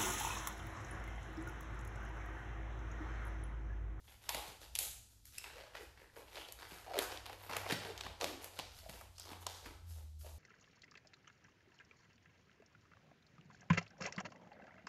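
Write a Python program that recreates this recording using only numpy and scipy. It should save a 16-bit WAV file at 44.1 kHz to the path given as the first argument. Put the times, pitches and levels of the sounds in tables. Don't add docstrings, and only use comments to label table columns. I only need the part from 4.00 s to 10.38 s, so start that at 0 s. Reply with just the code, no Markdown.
import sys
import numpy as np
from scipy import signal
from scipy.fft import rfft, irfft, next_fast_len
from scipy.io import wavfile

SR = 44100
rng = np.random.default_rng(int(sys.argv[2]) if len(sys.argv) > 2 else 0)


def dump(signal):
    limited = np.clip(np.atleast_2d(signal).T, -1, 1)
    pcm = np.round(limited * 32767).astype(np.int16)
    wavfile.write(sys.argv[1], SR, pcm)


N = 281482
TIME = np.arange(N) / SR

# (frequency [Hz], density [dB per Hz])
FILM_SPECTRUM = [(500, -9.5), (900, -11.5), (1400, 4.5), (2200, -2), (3200, 2), (4800, 0.5), (6200, -6.5),
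                 (9000, -13.5)]
# (frequency [Hz], density [dB per Hz])
CRINKLE_SPECTRUM = [(3000, -15.5), (5200, -2), (6800, 4), (8600, 0), (10200, 3.5), (11600, 6), (13000, 3),
                    (14500, -2)]


def snaps(peel_db, peel_stretch, pocket_octaves, film_octaves, slap_db):
    # (time [s], air pocket [dB], film [dB], crack [dB],
    # air pocket pitch [Hz], film pitch [Hz], room send [dB])
    snap_table = [(0.2923, -52, -45.5, -45.5, 920, 2730, -0.5), (0.347, -51, -50, -50, 730, 2500, -2),
                  (0.7535, -75, -48, -45.5, 1000, 4100, -4.5), (0.76, -65, -53, -52, 940, 3970, -6),
                  (0.7889, -63, -48.5, -40.5, 700, 3830, 2), (1.255, -95, -75.5, -64.5, 735, 2600, 0),
                  (1.3833, -83, -62, -52, 480, 2500, -9), (1.4425, -68, -58, -72, 900, 1920, -2),
                  (1.7519, -60.5, -56.5, -86, 634, 1730, -3.5), (1.9756, -79, -69.5, -87, 640, 1850, 3),
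                  (2.1654, -68, -66, -76, 475, 1600, 0.5), (2.3569, -69, -58, -85, 580, 2290, -8),
                  (2.3679, -69, -61, -86, 650, 2630, -6), (2.376, -65.5, -58, -85, 577, 2340, -5),
                  (2.5235, -75, -67, -56, 710, 3370, -4), (2.9893, -45.5, -41.5, -42.5, 460, 2740, -9),
                  (3.1741, -76, -56.5, -72, 610, 3100, -12), (3.2581, -64, -60.5, -67, 890, 2570, 0),
                  (3.2637, -61, -58, -64, 970, 2550, -2), (3.297, -55, -61, -70, 810, 1600, -11),
                  (3.3302, -61, -60, -69, 600, 1980, -7), (3.4963, -52, -57, -74, 790, 1560, -1),
                  (3.5671, -48.5, -46.5, -49, 750, 1700, -3.5), (3.6641, -50, -55, -73, 735, 1760, -8),
                  (3.7099, -63, -46, -57, 468, 1430, -15), (3.724, -52.5, -46.5, -64, 462, 3130, 0),
                  (3.978, -76, -56, -68, 520, 4500, -3), (4.0101, -60, -50.5, -70, 789, 3460, -15),
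                  (4.0657, -52, -60, -77.5, 806, 1867, -6), (4.212, -51, -48, -65, 650, 4000, -2),
                  (4.2433, -48, -44.5, -55, 470, 3600, -6.5), (4.4442, -69, -63.5, -55.5, 645, 2370, -4),
                  (4.5903, -52.5, -51, -58, 670, 2290, -5), (4.597, -54, -51.5, -84, 668, 3560, -2),
                  (4.8959, -64, -62.5, -64, 735, 2450, -14), (5.0119, -60.5, -67.5, -67, 836, 1510, -6),
                  (5.1836, -71, -62.5, -74, 880, 4600, -21), (5.198, -70, -58.5, -65, 850, 4770, -21),
                  (5.3322, -63, -63, -78, 930, 1900, -17), (5.4674, -49, -47.5, -56, 720, 4120, -6),
                  (5.6601, -72, -59, -73, 430, 1640, -8)]
    rise_steepness = 2.3
    decay_cycles = 2.1
    lead_s = .008
    direct, sent = np.zeros(N), np.zeros(N)
    t = np.arange(SR // 25) / SR - lead_s
    from_slap = np.where(t < 0, -rise_steepness * t, t)
    click = signal.unit_impulse(len(t), int(lead_s * SR))
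    for s, pocket_db, film_db, crack_db, pocket_hz, film_hz, room_db in snap_table:
        age = from_slap * film_hz / decay_cycles
        slap = np.exp(-age)
        peel = from_db(peel_db) * np.exp(-age / peel_stretch)
        envelopes = [slap + peel, slap + peel / 2, slap + peel / 10]
        burst = rng.standard_normal((3, len(t))) * envelopes
        routes = (direct, burst, 1), (sent, [click] * 3, from_db(room_db))
        for out, (low, mid, high), gain in routes:
            late_slap = coloured(np.roll(mid, SR // 4000), FILM_SPECTRUM)
            ring = resonance(mid, film_hz, film_octaves)
            film = rms_one(ring + from_db(slap_db) * late_slap)
            snap = (from_db(pocket_db) * resonance(low, pocket_hz, pocket_octaves)
                    + from_db(film_db) * film
                    + from_db(crack_db) * coloured(high, CRINKLE_SPECTRUM))
            add(out, s - lead_s, gain * snap)
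    return direct, sent


def rubbing(hollow_octaves, stretch_octaves, hand_db, scuff_db, sliding):
    # (frequency [Hz], density [dB per Hz])
    hand_spectrum = [(130, -59), (230, -15), (340, -0.5), (600, -3), (850, -1.5), (1300, -8), (2500, -30)]
    pocket_gain, film_gain, crinkle_gain, pocket_hz, film_hz = pulls()
    drive = sliding + slips(per_s=115, unevenness=.45, spread_db=2.5, slip_ms=2.43)
    hand = coloured(drive * rng.standard_normal(N), hand_spectrum)
    hollow = rms_one(gliding(drive, pocket_hz, hollow_octaves) + from_db(hand_db) * hand)
    scuff = coloured(drive * rng.standard_normal(N), FILM_SPECTRUM)
    film = rms_one(gliding(drive, film_hz, stretch_octaves) + from_db(scuff_db) * scuff)
    crinkle = coloured(grains(per_s=2300, spread_db=3.5), CRINKLE_SPECTRUM)
    return pocket_gain * hollow + film_gain * film + crinkle_gain * crinkle


def pulls():
    # (tightest moment [s], rise [s], fall [s], air pocket [dB], film [dB], crinkle [dB],
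    # air pocket pitch [Hz], film pitch [Hz])
    pull_table = [(0.11, 0.14, 0.12, -73, -69, -69, 745, 2420),
                  (0.255, 0.06, 0.053, -68, -64.5, -65, 800, 2600),
                  (0.35, 0.056, .12, -53, -53, -53.5, 700, 2680),
                  (0.48, 0.084, 0.1, -63, -59.5, -63.5, 376, 2810),
                  (0.615, 0.017, 0.11, -65, -61.5, -64, 595, 3940),
                  (0.83, 0.077, 0.1, -65, -54.5, -46.5, 605, 4000),
                  (1.125, 0.052, .09, -83, -77, -72, 400, 4600),
                  (1.27, 0.032, 0.11, -95, -68.5, -66, 600, 4250),
                  (1.36, 0.058, 0.12, -76, -62.5, -63, 540, 3070),
                  (1.44, 0.044, 0.099, -60, -56.5, -63, 840, 1900),
                  (1.565, 0.13, 0.19, -62.5, -59.5, -76, 686, 1820),
                  (1.757, 0.024, 0.073, -58, -55.5, -73, 580, 1800),
                  (1.815, 0.043, 0.065, -63.5, -63.5, -65, 403, 1840),
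                  (2.005, 0.033, 0.1, -65, -73, -77, 382, 1850),
                  (2.184, 0.051, 0.068, -58.5, -63, -66, 453, 1537),
                  (2.39, .15, 0.11, -58.5, -58, -63, 575, 2500),
                  (2.487, 0.016, 0.018, -56.5, -53, -63, 630, 2750),
                  (2.602, 0.027, 0.11, -58, -54, -67.5, 790, 1780),
                  (2.725, 0.095, 0.21, -61.5, -59.5, -62.5, 548, 1940),
                  (2.977, 0.11, 0.11, -45, -48, -70, 635, 1650),
                  (3.025, 0.055, 0.039, -54, -49.5, -48, 640, 1600),
                  (3.14, 0.085, 0.058, -51.5, -51.5, -65, 590, 2290),
                  (3.33, 0.16, 0.089, -60.5, -63.5, -71, 556, 2070),
                  (3.46, 0.14, 0.071, -61, -62, -66.5, 720, 1970),
                  (3.518, 0.024, 0.19, -48, -49, -64, 780, 1600),
                  (3.72, 0.067, 0.029, -43.5, -41.5, -57, 464, 2170),
                  (3.88, 0.11, 0.059, -49.5, -53, -66, 534, 2030),
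                  (4.02, 0.094, 0.15, -54, -55, -71, 640, 2570),
                  (4.22, 0.026, 0.062, -43.5, -51.5, -58, 527, 2900),
                  (4.28, 0.082, 0.082, -54.5, -52.5, -58, 366, 2250),
                  (4.44, 0.057, 0.061, -55, -57, -59, 506, 2310),
                  (4.56, 0.056, 0.14, -62, -59.5, -67.5, 595, 3360),
                  (4.795, 0.11, 0.043, -74, -60.5, -63, 720, 4200),
                  (4.93, 0.17, 0.18, -63, -63.5, -63.5, 698.3, 2370),
                  (5.21, 0.078, 0.21, -72.5, -61.5, -66.5, 830, 4740),
                  (5.315, 0.091, 0.071, -55.5, -59, -67, 844, 2130),
                  (5.424, 0.026, 0.025, -60, -64, -59.5, 650, 2600),
                  (5.5, 0.037, 0.21, -61.5, -57, -64.5, 900, 4600),
                  (5.67, 0.097, 0.11, -60, -61, -69.5, 380, 1720),
                  (5.9, 0.043, 0.14, -74.5, -66.5, -64, 740, 3870),
                  (5.989, 0.058, 0.061, -67.5, -72.5, -70, 698, 1690),
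                  (6.205, 0.02, 0.25, -85, -70, -63, 600, 4270),
                  (6.253, 0.035, 0.091, -63.5, -67, -80, 610, 2260)]
    edge_db = -20.5
    roundness = 1.51
    s, rise_s, fall_s, low_db, mid_db, high_db, pocket_hz, film_hz = np.transpose(pull_table)
    coarse = TIME[::44]
    since = coarse[:, None] - s
    age = np.maximum(-since / np.maximum(rise_s, .005), since / np.maximum(fall_s, .005))
    power = from_db(np.maximum(edge_db * age ** roundness, -200)) ** 2
    low, mid, high = [power * from_db(db) ** 2 for db in (low_db, mid_db, high_db)]
    gains = [np.sqrt(part.sum(axis=1)) for part in (low, mid, high)]
    pitches = [part @ hz / part.sum(axis=1) for part, hz in ((low, pocket_hz), (mid, film_hz))]
    return [np.interp(TIME, coarse, control) for control in gains + pitches]


def thin(x, edge_hz):
    return signal.sosfilt(signal.butter(4, edge_hz, "high", fs=SR, output="sos"), x)


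def groans(width_hz, width_share, edge_db):
    # (start [s], loudest [s], end [s], start pitch [Hz], end pitch [Hz], level [dB])
    groan_table = [(0.291, 0.304, 0.46, 895, 828, -51), (1.431, 1.453, 1.54, 2106, 1307, -60.5),
                   (1.521, 1.562, 1.61, 462, 498, -58.5), (1.591, 1.616, 1.73, 626, 573, -58),
                   (1.78, 1.81, 1.88, 473, 338, -56), (1.97, 1.98, 2.16, 1930, 1734, -66),
                   (2.16, 2.16, 2.25, 425, 464, -57), (2.37, 2.414, 2.49, 3030, 3250, -55.5),
                   (2.87, 2.976, 2.98, 777.4, 605.3, -41.5), (2.952, 2.975, 3.04, 499.4, 344.4, -42.5),
                   (3.377, 3.452, 3.56, 12600, 12500, -65), (3.86, 3.884, 3.94, 457, 425, -50.5),
                   (4.239, 4.28, 4.42, 326.3, 290.4, -53), (4.823, 4.866, 4.93, 636, 698, -56.5),
                   (5.161, 5.18, 5.3, 4970, 5460, -59.5), (6.226, 6.247, 6.31, 628, 606, -58.5)]
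    out = np.zeros(N)
    drive = slips(per_s=100, unevenness=.3, spread_db=1.0, slip_ms=0.8)
    for start, loudest, end, start_hz, end_hz, db in groan_table:
        span = (TIME >= start) & (TIME < end)
        t = TIME[span]
        swell = from_db(db + np.interp(t, [start, loudest, end], [edge_db, 0, edge_db]))
        phase = 2 * np.pi * np.cumsum(np.geomspace(start_hz, end_hz, len(t))) / SR
        half_width_hz = max(width_hz, width_share * start_hz) / 2
        narrow = signal.butter(2, half_width_hz, fs=SR, output="sos")
        noise = drive[span] * rng.standard_normal((2, len(t)))
        cos_part, sin_part = signal.sosfilt(narrow, noise)
        band = rms_one(cos_part * np.cos(phase) + sin_part * np.sin(phase))
        out[span] += swell * signal.windows.tukey(len(t), 1 / 10) * band
    return out


def squeak(overtone_db, jitter):
    # (time [s], length [s], pitch [Hz], level [dB])
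    squeak_settings = (1.378, .012, 2660, -43.0)
    s, length_s, hz, level_db = squeak_settings
    out, size = np.zeros(N), int(length_s * SR)
    phase = 2 * np.pi * np.cumsum(hz * (1 + jitter * drift(810)[:size])) / SR
    chirp = sum(from_db(overtone_db * k) * np.sin((k + 1) * phase) for k in range(3))
    add(out, s, from_db(level_db) * rms_one(chirp) * np.hanning(size))
    return out


def bumps(decay_s):
    # (time [s], level [dB])
    bump_table = [(0.349, -63), (0.48, -66.5), (2.72, -67), (3.497, -63), (3.566, -62.5), (3.721, -47.5),
                  (4.065, -66), (4.24, -61.5), (4.589, -62.5), (4.894, -62), (5.317, -63.5), (5.66, -67)]
    # (frequency [Hz], density [dB per Hz])
    bump_spectrum = [(75, -14.5), (125, 0), (190, -1), (300, 0), (480, -23)]
    out, t = np.zeros(N), TIME[:SR // 8]
    for s, level_db in bump_table:
        burst = rng.standard_normal(len(t)) * np.exp(-t / decay_s)
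        add(out, s, from_db(level_db) * coloured(burst, bump_spectrum))
    return out


def room(x, build_s, first_s, count=4):
    spot = TIME * 100
    out = np.zeros(N)
    for share in np.eye(count):
        from_spot = x * np.sqrt(np.interp(spot, np.arange(count), share, period=count))
        out += signal.fftconvolve(from_spot, room_tail(build_s, first_s))[:N]
    return out


def room_tail(build_s, first_s):
    # (frequency [Hz], decay time [s])
    decay_times = [(150, 0.64), (400, 0.36), (900, 0.66), (3000, 0.56), (8000, 0.65), (13000, 0.4)]
    t, tail = TIME[:int(.8 * SR)], 0
    edges = np.geomspace(90, 16000, num=11)
    for low, high in zip(edges, edges[1:]):
        band_pass = signal.butter(2, [low, high], "band", fs=SR, output="sos")
        band = signal.sosfilt(band_pass, rng.standard_normal(len(t)))
        tail = tail + band * from_db(-60 * t / at_hz(decay_times, np.sqrt(low * high)))
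    tail = tail * (1 - np.exp(-np.maximum(t - first_s, 0) / build_s))
    return tail / np.linalg.norm(tail)


def motor(octave_db, waver_db):
    # (time [s], pitch [Hz], level [dB])
    motor_course = [(0, 104.7, -74.5), (1.55, 107.6, -74), (2.1, 104, -79.5), (2.85, 102.2, -70.5),
                    (3.0, 97.2, -70), (3.75, 97, -58.5), (4.3, 90.7, -65.5), (4.8, 89.6, -71.5),
                    (5.4, 88.3, -59), (5.75, 87.4, -65.5), (5.9, 84.2, -49), (6.02, 76.5, -53),
                    (6.38, 77.4, -51.5)]
    s, hz, db = np.transpose(motor_course)
    phase = 2 * np.pi * np.cumsum(np.interp(TIME, s, hz)) / SR
    gain = from_db(np.interp(TIME, s, db) + waver_db * drift(10))
    return gain * np.sqrt(2) * (np.sin(phase) + from_db(octave_db) * np.sin(2 * phase))


def background(air_db, heave_db, heaves_per_s):
    # (frequency [Hz], density [dB per Hz])
    air_spectrum = [(20, -12.5), (70, -6), (130, -15.5), (250, -18), (700, -35.5), (1500, -45), (4000, -28),
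                    (9000, -34.5), (14000, -36)]
    # (frequency [Hz], density [dB per Hz])
    rumble_spectrum = [(15, -19), (30, -12), (45, 1), (60, 9), (75, -1), (130, -11.5), (300, -45.5)]
    # (time [s], level [dB])
    rumble_course = [(0, -72), (0.35, -63), (0.95, -59.5), (1.1, -69), (1.6, -62.5), (2.2, -70),
                     (3.1, -62.5), (4.1, -62), (4.5, -65), (4.85, -59), (5.2, -69), (6.38, -57.5)]
    rumble_db = np.interp(TIME, *np.transpose(rumble_course)) + heave_db * drift(heaves_per_s)
    rumble = from_db(rumble_db) * coloured(rng.standard_normal(N), rumble_spectrum)
    air = from_db(air_db) * coloured(rng.standard_normal(N), air_spectrum)
    return rumble + air


def slips(per_s, unevenness, spread_db, slip_ms):
    gaps, sizes = rng.standard_normal((2000, 2)).T
    at = (np.cumsum(np.exp(unevenness * gaps)) / per_s * SR).astype(int)
    kicks = np.zeros(N)
    kicks[at[at < N]] = from_db(spread_db * np.clip(sizes[at < N], -2, 2))
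    decay = np.exp(-1000 / (slip_ms * SR))
    return rms_one(signal.lfilter([1], [1, -decay], kicks + 1e-18))


def grains(per_s, spread_db):
    sizes = from_db(spread_db * np.minimum(rng.exponential(1, N), 4))
    return rms_one(sizes * rng.choice([-1, 1], N) * (rng.random(N) < per_s / SR))


def resonance(x, hz, octaves):
    edges = np.clip([hz * 2 ** (-octaves / 2), hz * 2 ** (octaves / 2)], 20, .45 * SR)
    return rms_one(signal.sosfilt(signal.butter(2, edges, "band", fs=SR, output="sos"), x + 1e-18))


def gliding(drive, centre_hz, octaves):
    pitches = np.geomspace(centre_hz.min(), centre_hz.max(), num=8)
    out = np.zeros(N)
    for hz, share in zip(pitches, np.eye(len(pitches))):
        fade = np.sqrt(np.interp(centre_hz, pitches, share))
        out += fade * resonance(drive * rng.standard_normal(N), hz, octaves)
    return out


def coloured(x, spectrum):
    size = next_fast_len(len(x) // 2 + 1) * 2
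    cepstrum = irfft(np.log(from_db(at_hz(spectrum, np.fft.rfftfreq(size, 1 / SR)))))
    cepstrum[1:size // 2] *= 2
    cepstrum[size // 2 + 1:] = 0
    return rms_one(irfft(rfft(x, size) * np.exp(rfft(cepstrum)))[:len(x)])


def at_hz(points, hz):
    knots, values = np.transpose(points)
    return np.interp(np.log(np.maximum(hz, 1)), np.log(knots), values)


def drift(rate):
    knots = rng.standard_normal(int(N / SR * rate) + 2)
    return rms_one(np.interp(TIME * rate, np.arange(len(knots)), knots))


def add(out, s, sound):
    start = max(round(s * SR), 0)
    out[start:start + len(sound)] += sound[:N - start]


def from_db(db):
    return 10 ** (np.asarray(db) / 20)


def rms_one(x):
    return x / np.sqrt(np.mean(x ** 2) + 1e-20)


def scene():
    snap, snap_sent = snaps(peel_db=-3.0, peel_stretch=6.4, pocket_octaves=1.09, film_octaves=1.44,
                            slap_db=-15.5)
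    rub = rubbing(hollow_octaves=0.85, stretch_octaves=1.19, hand_db=2.0, scuff_db=-0.5, sliding=.25)
    rub = thin(rub, edge_hz=210)
    groan = groans(width_hz=77, width_share=0.19, edge_db=-13.0)
    chirp = squeak(overtone_db=-1.5, jitter=0.057)
    thud = bumps(decay_s=0.0076)
    sent = (from_db(-1.5) * snap_sent + from_db(-2.5) * rub
            + from_db(-7.5) * groan + from_db(-5.0) * (chirp + thud))
    echoes = room(sent, build_s=0.00017, first_s=0.001)
    gloves = snap + rub + groan + chirp + thud + echoes
    hum = motor(octave_db=-25.0, waver_db=1.2)
    quiet = background(air_db=-71.5, heave_db=2.5, heaves_per_s=9.5)
    return (gloves + quiet + hum)[None]


def record(dry):
    return signal.sosfilt(signal.ellip(10, .2, 70, 14000, fs=SR, output="sos"), dry)


dry = scene()
out = record(dry)
dump(out)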